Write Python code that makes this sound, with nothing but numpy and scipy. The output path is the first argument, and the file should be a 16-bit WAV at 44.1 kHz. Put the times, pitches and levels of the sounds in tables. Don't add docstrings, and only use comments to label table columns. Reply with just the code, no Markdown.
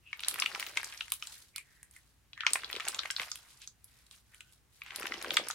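import sys
import numpy as np
from scipy import signal
from scipy.fft import rfft, irfft
from scipy.io import wavfile

SR = 44100
rng = np.random.default_rng(int(sys.argv[2]) if len(sys.argv) > 2 else 0)


def pcm_store(signal):
    levels = np.round(np.clip(np.atleast_2d(signal), -1, 1) * 32767)
    wavfile.write(sys.argv[1], SR, levels.astype(np.int16).T)


N = 244314
TOP_HZ = 15800


def undb(db):
    return 10 ** (np.asarray(db) / 20)


def unit(x):
    return x / np.sqrt(np.sum(x ** 2, axis=-1, keepdims=True))


def colour(points, hz, axis=1):
    table = np.array(points, float)
    return np.interp(np.log(np.maximum(hz, 1)), np.log(table[:, 0]), table[:, axis])


def wander(count):
    return np.interp(np.arange(N), np.linspace(0, N, count), rng.standard_normal(count))


def swell(middle_s, half_s):
    return np.exp(-((np.arange(N) / SR - middle_s) / half_s) ** 2)


def noise(gain, side_db):
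    mid, side = rfft(rng.standard_normal((2, N))) * gain
    side = side * undb(side_db)
    return unit(irfft(np.array([mid + side, mid - side]), N)) * np.sqrt(N)


def capsules(pair, f, apart_hz):
    side = f / np.hypot(f, apart_hz)
    signs = np.array([[1], [-1]])
    return (pair[..., :1, :] + signs * side * pair[..., 1:, :]) / np.sqrt(1 + side ** 2)


def ring(hz, half_width, muffle_hz=30000, size=512):
    f = np.maximum(np.fft.rfftfreq(size, 1 / SR), 1)
    hz, half_width = hz[:, None], half_width[:, None]
    resonance = (1 + 1j * (f ** 2 - hz ** 2) / (2 * half_width * f)) ** -2.
    dull = 1j * f / muffle_hz
    return unit(irfft(resonance / (1 + np.sqrt(2) * dull + dull ** 2)))


def scatter(rings, pan_db, near_db=-6, near_s=.0026, lag_s=.00002, wander_s=.00003, apart_hz=1800, size=640):
    t, f = np.arange(size) / SR, np.fft.rfftfreq(size, 1 / SR)
    chance = rng.standard_normal((len(rings), 2, size))
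    echoes = unit(chance * t * np.exp(-2 * t / near_s))
    paths = capsules(rfft(echoes), f, apart_hz)
    lag = np.maximum(np.array([[0], [lag_s]]) + wander_s * (2 + chance[:, :, :1]), 0)
    direct = np.exp(-2j * np.pi * f * lag)
    heard = irfft(rfft(rings, size)[:, None] * (direct + undb(near_db) * paths))
    strength = np.linalg.norm(rings, axis=1)[:, None] * undb(np.outer(pan_db, [.5, -.5]))
    return unit(heard) * strength[:, :, None]


def place(times, sounds):
    size = sounds.shape[-1]
    out = np.zeros((2, N + size))
    for i, sound in zip(np.clip(times * SR, 0, N - 1).astype(int), sounds):
        out[:, i:i + size] += sound
    return out[:, :N]


def air(hiss_db=-69, bass_side_db=-6, treble_side_db=-2, hum_hz=59, hum_db=-72.5, hum_waver_db=2):
    # (frequency [Hz], relative density [dB per Hz])
    air_colour = [(20, -19.5), (50, -3), (85, -3), (120, -4), (200, -13), (340, -17.5), (560, -22.5),
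                  (1000, -22.5), (1600, -22), (2500, -24.5), (5000, -28.5), (9000, -29), (16000, -33.5)]
    f = np.fft.rfftfreq(N, 1 / SR)
    side_db = colour([(300, bass_side_db), (4000, treble_side_db)], f)
    hiss = noise(undb(colour(air_colour, f)), side_db)
    hum_gain = undb(hum_db + hum_waver_db * wander(count=40))
    hum = hum_gain * np.sin(2 * np.pi * hum_hz * np.arange(N) / SR)
    return undb(hiss_db) * hiss + hum


def kneading():
    # (full grip [s], relaxing from [s], crackle effort [dB],
    # squelch against it [dB], fizz against it [dB])
    squeezes = [(0.258, 0.778, -49.5, -13, -11.5), (2.448, 2.969, -49.5, -13.5, -14.5),
                (4.948, 5.419, -49.5, -5.5, -19)]
    # (middle [s], half-length [s], change of effort [dB])
    pushes = [(0.438, 0.039, 5), (0.72, .025, -5.5), (1.07, .04, -4), (1.19, 0.023, -10),
              (2.66, 0.08, -4.5), (2.886, 0.033, 3), (3.12, 0.044, -5.5), (3.22, 0.054, 10.5),
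              (5.32, .05, 5)]
    # (from [s], until [s])
    turns = [(1.42, 2.5), (3.64, 4.8)]
    # (middle [s], half-length [s], fizz effort [dB])
    lifts = [(1.315, 0.13, -62), (1.74, .1, -76.5), (1.955, 0.04, -68), (2.067, .07, -78),
             (3.958, 0.11, -72), (4.152, 0.046, -67), (4.36, 0.1, -74), (4.53, 0.046, -74),
             (4.762, 0.046, -71.5)]
    grip_db_per_s, relax_db_per_s = 148, 32.5
    squelch_lag_s, squelch_rise_db_per_s, squelch_fall_db_per_s = 0.062, 220.5, 109
    fizz_rise_db_per_s, fizz_fall_db_per_s = 121, 10
    open_s, open_db = .07, -17.5
    lift_crackle_db = -3

    t = np.arange(N) / SR
    squelch = crackle = fizz = 0
    for grip, relax, db, depth_db, fizz_db in squeezes:
        before, after = np.maximum(grip - t, 0), np.maximum(t - relax, 0)
        deep_before = np.maximum(grip + squelch_lag_s - t, 0)
        crackle = crackle + undb(db - grip_db_per_s * before - relax_db_per_s * after)
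        fizz = fizz + undb(db + fizz_db - fizz_rise_db_per_s * before - fizz_fall_db_per_s * after)
        squelch = squelch + undb(db + depth_db - squelch_rise_db_per_s * deep_before
                                 - squelch_fall_db_per_s * after)
    opened = sum(np.clip(np.minimum(t - start, end - t) / open_s, 0, 1) for start, end in turns)
    push_db = sum(db * swell(s, half) for s, half, db in pushes)
    hands = undb(push_db + open_db * opened)
    lift = sum(undb(db) * swell(s, half) for s, half, db in lifts)
    crackle = np.hypot(crackle * hands, undb(lift_crackle_db) * lift)
    return 20 * np.log10([squelch * hands, crackle, np.hypot(fizz * hands, lift)])


def swishes(side_db=-6, rough_db=3):
    # (middle [s], length [s], pitch [Hz], width [Hz], level [dB])
    noise_bands = [(0.092, 0.053, 2700, 514, -57.5), (1.293, 0.039, 930, 500, -63.5),
                   (1.584, 0.047, 2240, 520, -54.5), (1.75, 0.19, 1840, 607, -69.5),
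                   (1.973, 0.028, 1930, 504, -62), (2.415, 0.046, 1820, 510, -47),
                   (2.449, 0.021, 1430, 453, -46), (2.481, 0.035, 1240, 300, -44),
                   (3.53, 0.19, 1030, 500, -76.5), (3.629, 0.029, 3070, 2540, -53.5),
                   (3.981, 0.12, 1990, 1800, -71.5), (4.14, 0.027, 3020, 2200, -62.5),
                   (4.342, 0.031, 1876, 900, -64.5), (4.416, 0.17, 1510, 160, -76),
                   (4.494, 0.033, 2900, 700, -71.5), (4.884, 0.069, 2240, 1704, -56)]
    t, f = np.arange(N) / SR, np.maximum(np.fft.rfftfreq(N, 1 / SR), 1)
    out = 0
    for s, length, hz, width, db in noise_bands:
        band = 1 / (1 + ((f ** 2 - hz ** 2) / (width * f)) ** 2)
        out = out + noise(band, side_db) * undb(db) * np.exp(-2 * ((t - s) / length) ** 2)
    return out * undb(rough_db * wander(count=1200))


def pops(rows, pocket_gain_db=16.0, muffle_hz=5800, snap_gain_db=17, tear_db=-25, low_cut_hz=800,
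         pocket_pan_db=1.7, snap_pan_db=-0.9, pan_spread_db=1.5):
    body_hz, body_width_hz, body_db = 1375, 170, -13.5
    s, hz, half_width, db, snap_hz, snap_db = np.transpose(rows)
    chance = rng.random((len(s), 3))
    pan_db = pan_spread_db * (2 * chance[:, 2] - 1)
    body = ring(body_hz * 2 ** ((chance[:, 0] - .5) / 2), np.full(len(s), body_width_hz), muffle_hz)
    pocket = unit(ring(hz, np.maximum(half_width, 100), muffle_hz) + undb(body_db) * body)
    pocket = pocket * undb(db + pocket_gain_db)[:, None]
    snap_width = np.interp(snap_hz, [6000, 10000], [900, 2300])
    snap = ring(snap_hz, snap_width) * undb(snap_db + snap_gain_db)[:, None]
    burst = (scatter(pocket, pan_db + pocket_pan_db, near_db=-1.5, near_s=0.0022)
             + scatter(snap, pan_db + snap_pan_db, near_db=-0.5, near_s=0.0019,
                       wander_s=.000012, apart_hz=5860))
    early = s - .0025 * chance[:, 1]
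    tear = undb(tear_db) * place(early, scatter(pocket + snap, pan_db))
    low_cut = signal.butter(2, low_cut_hz, "high", fs=SR, output="sos")
    return signal.sosfilt(low_cut, place(s, burst) + tear)


def large_pops():
    # (time [s], pocket pitch [Hz], pocket half-width [Hz],
    # pocket level [dB], film snap pitch [Hz], snap level [dB])
    large_pockets = [(0.1303, 2130, 505, -25, 5700, -49.5), (0.194, 2940, 1310, -34, 5900, -63),
                     (0.2053, 2620, 620, -36.5, 9400, -41), (0.2354, 2930, 1260, -26.5, 6800, -65),
                     (0.2471, 4200, 990, -30, 7200, -62), (0.284, 3900, 1580, -22.5, 9500, -17.5),
                     (0.3117, 3210, 1230, -31.5, 9100, -34), (0.342, 2510, 1180, -31, 10900, -32),
                     (0.3932, 2530, 640, -26.5, 6100, -52), (0.3997, 5270, 980, -23.5, 8750, -25),
                     (0.4219, 2750, 706, -16.5, 6370, -40), (0.4606, 2660, 583, -17.5, 7400, -40),
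                     (0.5489, 2140, 740, -26.5, 5460, -35.5), (0.5588, 1220, 660, -30.5, 7500, -45),
                     (0.5976, 2770, 1260, -28.5, 9800, -32.5), (0.6053, 4730, 1035, -33.5, 6450, -36.5),
                     (0.627, 2000, 650, -25.5, 6600, -47), (0.6653, 3500, 1300, -33, 6800, -42),
                     (0.7719, 2250, 1080, -21, 8100, -32), (0.7738, 2220, 1010, -18.5, 6270, -32),
                     (0.8312, 1710, 560, -31, 9900, -39.5), (0.8451, 5170, 860, -33, 7700, -32),
                     (0.9245, 2610, 1010, -35.5, 6600, -49), (0.9753, 4280, 1310, -39.5, 5900, -43.5),
                     (1.0085, 2930, 644, -23, 6400, -71), (1.0809, 1930, 880, -40.5, 7400, -48),
                     (1.1029, 4400, 1090, -47, 9600, -43), (1.1205, 3180, 1150, -25, 10400, -20),
                     (1.1383, 3200, 1050, -43, 8100, -34), (1.2245, 2740, 328, -28, 5600, -38.5),
                     (1.2714, 4150, 1070, -37, 7700, -36), (1.561, 3950, 1090, -31, 9800, -31.5),
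                     (1.5811, 2460, 373, -32, 8100, -35), (1.83, 1960, 660, -49, 8600, -41.5),
                     (1.911, 2880, 1425, -72, 9000, -49), (1.9638, 2020, 264, -45, 8800, -47.5),
                     (2.3321, 3050, 1040, -37.5, 5920, -77.5), (2.3769, 1910, 613, -37, 6400, -57),
                     (2.4066, 2800, 745, -24.5, 6440, -75), (2.4345, 1590, 347, -28, 6200, -66),
                     (2.4663, 2070, 880, -11, 5800, -25), (2.472, 3240, 1530, -26, 6000, -55),
                     (2.5058, 3000, 760, -36, 7600, -39), (2.5339, 4120, 1130, -23, 8350, -15.5),
                     (2.5568, 2040, 494, -20, 8500, -56), (2.6348, 1800, 750, -31.5, 8400, -60),
                     (2.6451, 3740, 716, -28, 6050, -58), (2.7003, 1890, 640, -32, 5960, -68),
                     (2.729, 3480, 1020, -26, 8800, -47), (2.7524, 2680, 1110, -31, 7600, -60),
                     (2.763, 3530, 950, -28.5, 8060, -46), (2.7992, 1750, 760, -27.5, 7200, -41.5),
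                     (2.8046, 2470, 890, -27, 6900, -54), (2.8516, 2730, 1530, -37.5, 6630, -36.5),
                     (2.878, 2100, 890, -26, 8300, -40), (2.884, 3700, 1570, -27.5, 8450, -22),
                     (2.9461, 3200, 1290, -31, 7340, -31.5), (2.9913, 4040, 854, -20, 5900, -59),
                     (3.0339, 2200, 730, -32, 7440, -47), (3.0569, 2100, 535, -27, 6540, -45),
                     (3.1034, 2470, 1310, -23, 8100, -47), (3.1094, 5300, 670, -31, 7700, -29),
                     (3.1642, 4150, 700, -22.5, 5860, -56), (3.1975, 2210, 1330, -22, 6800, -58),
                     (3.217, 2230, 1080, -29, 8100, -41), (3.2324, 2530, 1000, -31.5, 6500, -45),
                     (3.3163, 5000, 1040, -27, 6960, -31.5), (3.3569, 2860, 1380, -37.5, 9800, -37),
                     (3.618, 4380, 800, -45, 7400, -45), (3.6747, 4160, 818, -42.5, 6380, -35.5),
                     (3.8434, 4830, 638, -58.5, 10750, -42.5), (4.1113, 3770, 890, -44.5, 8100, -48),
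                     (4.3456, 2610, 600, -47.5, 8980, -48), (4.4069, 2650, 497, -38, 7600, -46.5),
                     (4.524, 3510, 1125, -61, 9770, -54), (4.8184, 2300, 562, -31.5, 7200, -60.5),
                     (4.863, 1950, 900, -41.5, 6950, -55), (4.9063, 2250, 660, -34.5, 6400, -67),
                     (4.96, 4250, 1390, -30.5, 9700, -30), (4.998, 1650, 1310, -38.5, 10700, -34),
                     (5.0229, 1480, 594, -31.5, 7900, -49), (5.0303, 2060, 640, -30.5, 6750, -42.5),
                     (5.0557, 1650, 754, -26, 6100, -58), (5.0695, 2500, 1100, -28.5, 6640, -40.5),
                     (5.1212, 1970, 425, -24, 5900, -60), (5.1403, 2550, 1220, -29.5, 5800, -41),
                     (5.215, 2130, 880, -36, 6150, -39.5), (5.2258, 3970, 1130, -37, 10300, -35),
                     (5.246, 1610, 970, -27, 8500, -48), (5.3064, 3100, 786, -20, 6050, -41),
                     (5.3419, 4230, 1140, -32.5, 7250, -34), (5.3693, 3480, 720, -14, 7700, -25),
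                     (5.3716, 2110, 880, -13, 6900, -47), (5.4856, 4970, 1130, -36, 9100, -27.5),
                     (5.5017, 1050, 487, -26, 6800, -36), (5.51, 3800, 860, -29.5, 6500, -30.5)]
    return pops(large_pockets)


def small_pops(effort_db, count=90, hz=2500, octaves=0.36, half_width_hz=700, over_crackle_db=9.5,
               spread_db=2, snap_hz=7300, snap_octaves=0.6, snap_db=-5.5, snap_spread_db=6):
    chance = np.clip(rng.standard_normal((count, 3)), -2, 2)
    s = (np.arange(count) + rng.random(count)) / count * N / SR
    press_db = np.interp(s, np.arange(N) / SR, effort_db)
    db = press_db + over_crackle_db + spread_db * chance[:, 0]
    pitch = hz * 2 ** (octaves * chance[:, 1])
    snap_pitch = snap_hz * 2 ** (snap_octaves * chance[:, 2])
    snap_level = db + snap_db + snap_spread_db * chance[:, 2]
    return pops(np.c_[s, pitch, np.full(count, half_width_hz), db, snap_pitch, snap_level])


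def bubbles(effort_db, shades, count, gain_db, spread_db, half_width_hz, pan_spread_db,
            firm_db=-56, light_db=-72):
    chance = rng.random((count, 4))
    s = (np.arange(count) + 2 * chance[:, 0]) / count * N / SR
    press_db = np.interp(s, np.arange(N) / SR, effort_db)
    lowest, highest = shades[0][0], shades[-1][0]
    hz = np.minimum(lowest * (highest / lowest) ** chance[:, 1], TOP_HZ)
    firmness = np.interp(press_db, [light_db, firm_db], [.5, 1])
    luck_db = np.minimum(-spread_db * firmness * np.log(.04 + chance[:, 2]), 15)
    size = unit(undb(colour(shades, hz) + luck_db)) * np.sqrt(N) * undb(gain_db + press_db)
    rings = ring(hz, np.full(count, half_width_hz)) * size[:, None]
    return place(s, scatter(rings, pan_spread_db * (2 * chance[:, 3] - 1)))


def crackle_bubbles(effort_db):
    # (pitch [Hz], relative level [dB])
    crackle_colour = [(950, -4.5), (1400, -1), (2000, 1.5), (3000, -12), (4200, -5.5), (5500, -2.5)]
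    return bubbles(effort_db, crackle_colour, count=2100, gain_db=-2.0, spread_db=4.5,
                   half_width_hz=750, pan_spread_db=8.5)


def fizz_bubbles(effort_db):
    # (pitch [Hz], relative level [dB])
    fizz_colour = [(5500, 3), (7000, -16), (9000, -4), (11000, -1), (14500, -19)]
    return bubbles(effort_db, fizz_colour, count=2400, gain_db=1.5, spread_db=1.5,
                   half_width_hz=2200, pan_spread_db=0.5)


def peel(effort_db, shades, gain_db, flicker_db, side_db, growth=0.78, light_db=-66, count=900):
    eased_db = np.minimum(effort_db, light_db + growth * (effort_db - light_db))
    db = eased_db + gain_db + flicker_db * wander(count=count)
    return noise(undb(colour(shades, np.fft.rfftfreq(N, 1 / SR))), side_db) * undb(db)


def thick_peel(effort_db):
    # (frequency [Hz], relative density [dB per Hz])
    thick_colour = [(200, -16.5), (600, -12.5), (1000, -6.5), (1800, 0), (3000, -0.5), (4500, -9),
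                    (6500, -15), (10000, -27)]
    return peel(effort_db, thick_colour, gain_db=-5.5, flicker_db=2.5, side_db=-2)


def fine_peel(effort_db):
    # (frequency [Hz], relative density [dB per Hz])
    fine_colour = [(1500, -11.5), (4000, 5), (6000, -0.5), (9500, 1), (12000, -5.5), (16000, -18.5)]
    return peel(effort_db, fine_colour, gain_db=1.5, flicker_db=5.5, side_db=-1.0)


def squelch_bubbles(effort_db):
    # (pitch [Hz], relative level [dB])
    squelch_colour = [(170, -12.5), (260, -10.5), (380, 5), (600, -2.5), (900, -6)]
    return bubbles(effort_db, squelch_colour, count=1000, gain_db=-0.5, spread_db=4,
                   half_width_hz=200, pan_spread_db=7.0)


def gulps(gain_db=14, damping=0.4):
    # (time [s], level ahead of gain_db [dB], pitch [Hz])
    deep_pockets = [(0.281, -37, 930), (0.547, -43, 829), (0.578, -40.5, 650), (1.121, -45.5, 751),
                    (2.556, -24.5, 983), (2.742, -36.5, 417), (2.767, -33, 410), (2.869, -33.5, 896),
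                    (3.054, -34, 860), (3.202, -39.5, 330), (3.22, -40.5, 690), (4.985, -41, 400),
                    (5.273, -31, 447), (5.317, -34, 684), (5.398, -28, 547)]
    s, db, hz = np.transpose(deep_pockets)
    plops = ring(hz, damping * hz) * undb(db + gain_db)[:, None]
    return place(s, scatter(plops, 0 * s))


def room(x, first_s=0.004, apart_hz=2200, size=16384):
    # (band centre [Hz], level [dB], time to fall by 60 dB [s])
    room_bands = [(253.4, -9, 0.12), (912, -9.5, 0.083), (2120, -9.5, 0.13), (4150, -7, 0.15),
                  (8400, -7.5, 0.13), (13920, -7, 0.15)]
    t, f = np.arange(size) / SR, np.fft.rfftfreq(size, 1 / SR)
    echoes = capsules(rfft(rng.standard_normal((2, size))), f, apart_hz)
    tail = 0
    for (hz, db, t60), pick in zip(room_bands, np.eye(len(room_bands))):
        band = colour(np.c_[np.array(room_bands)[:, 0], pick], f)
        fade = unit(undb(-60 * t / t60) * (1 - np.exp(-(t / first_s) ** 2)))
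        tail = tail + undb(db) * fade * irfft(echoes * band)
    return signal.fftconvolve(x, tail, axes=1)[:, :N]


def moving_room(x, sway_hz=0.8994):
    angle = 2 * np.pi * sway_hz * np.arange(N) / SR
    return room(x * np.cos(angle)) + room(x * np.sin(angle))


def scene():
    squelch_db, crackle_db, fizz_db = kneading()
    hisses = swishes() + thick_peel(crackle_db) + fine_peel(fizz_db)
    bursts = large_pops() + small_pops(crackle_db) + gulps()
    swarms = crackle_bubbles(crackle_db) + fizz_bubbles(fizz_db) + squelch_bubbles(squelch_db)
    close_sound = hisses + bursts + swarms
    return close_sound + moving_room(close_sound) + air()


def record(dry):
    return signal.sosfilt(signal.ellip(8, .2, 70, TOP_HZ, fs=SR, output="sos"), dry)


dry = scene()
out = record(dry)
pcm_store(out)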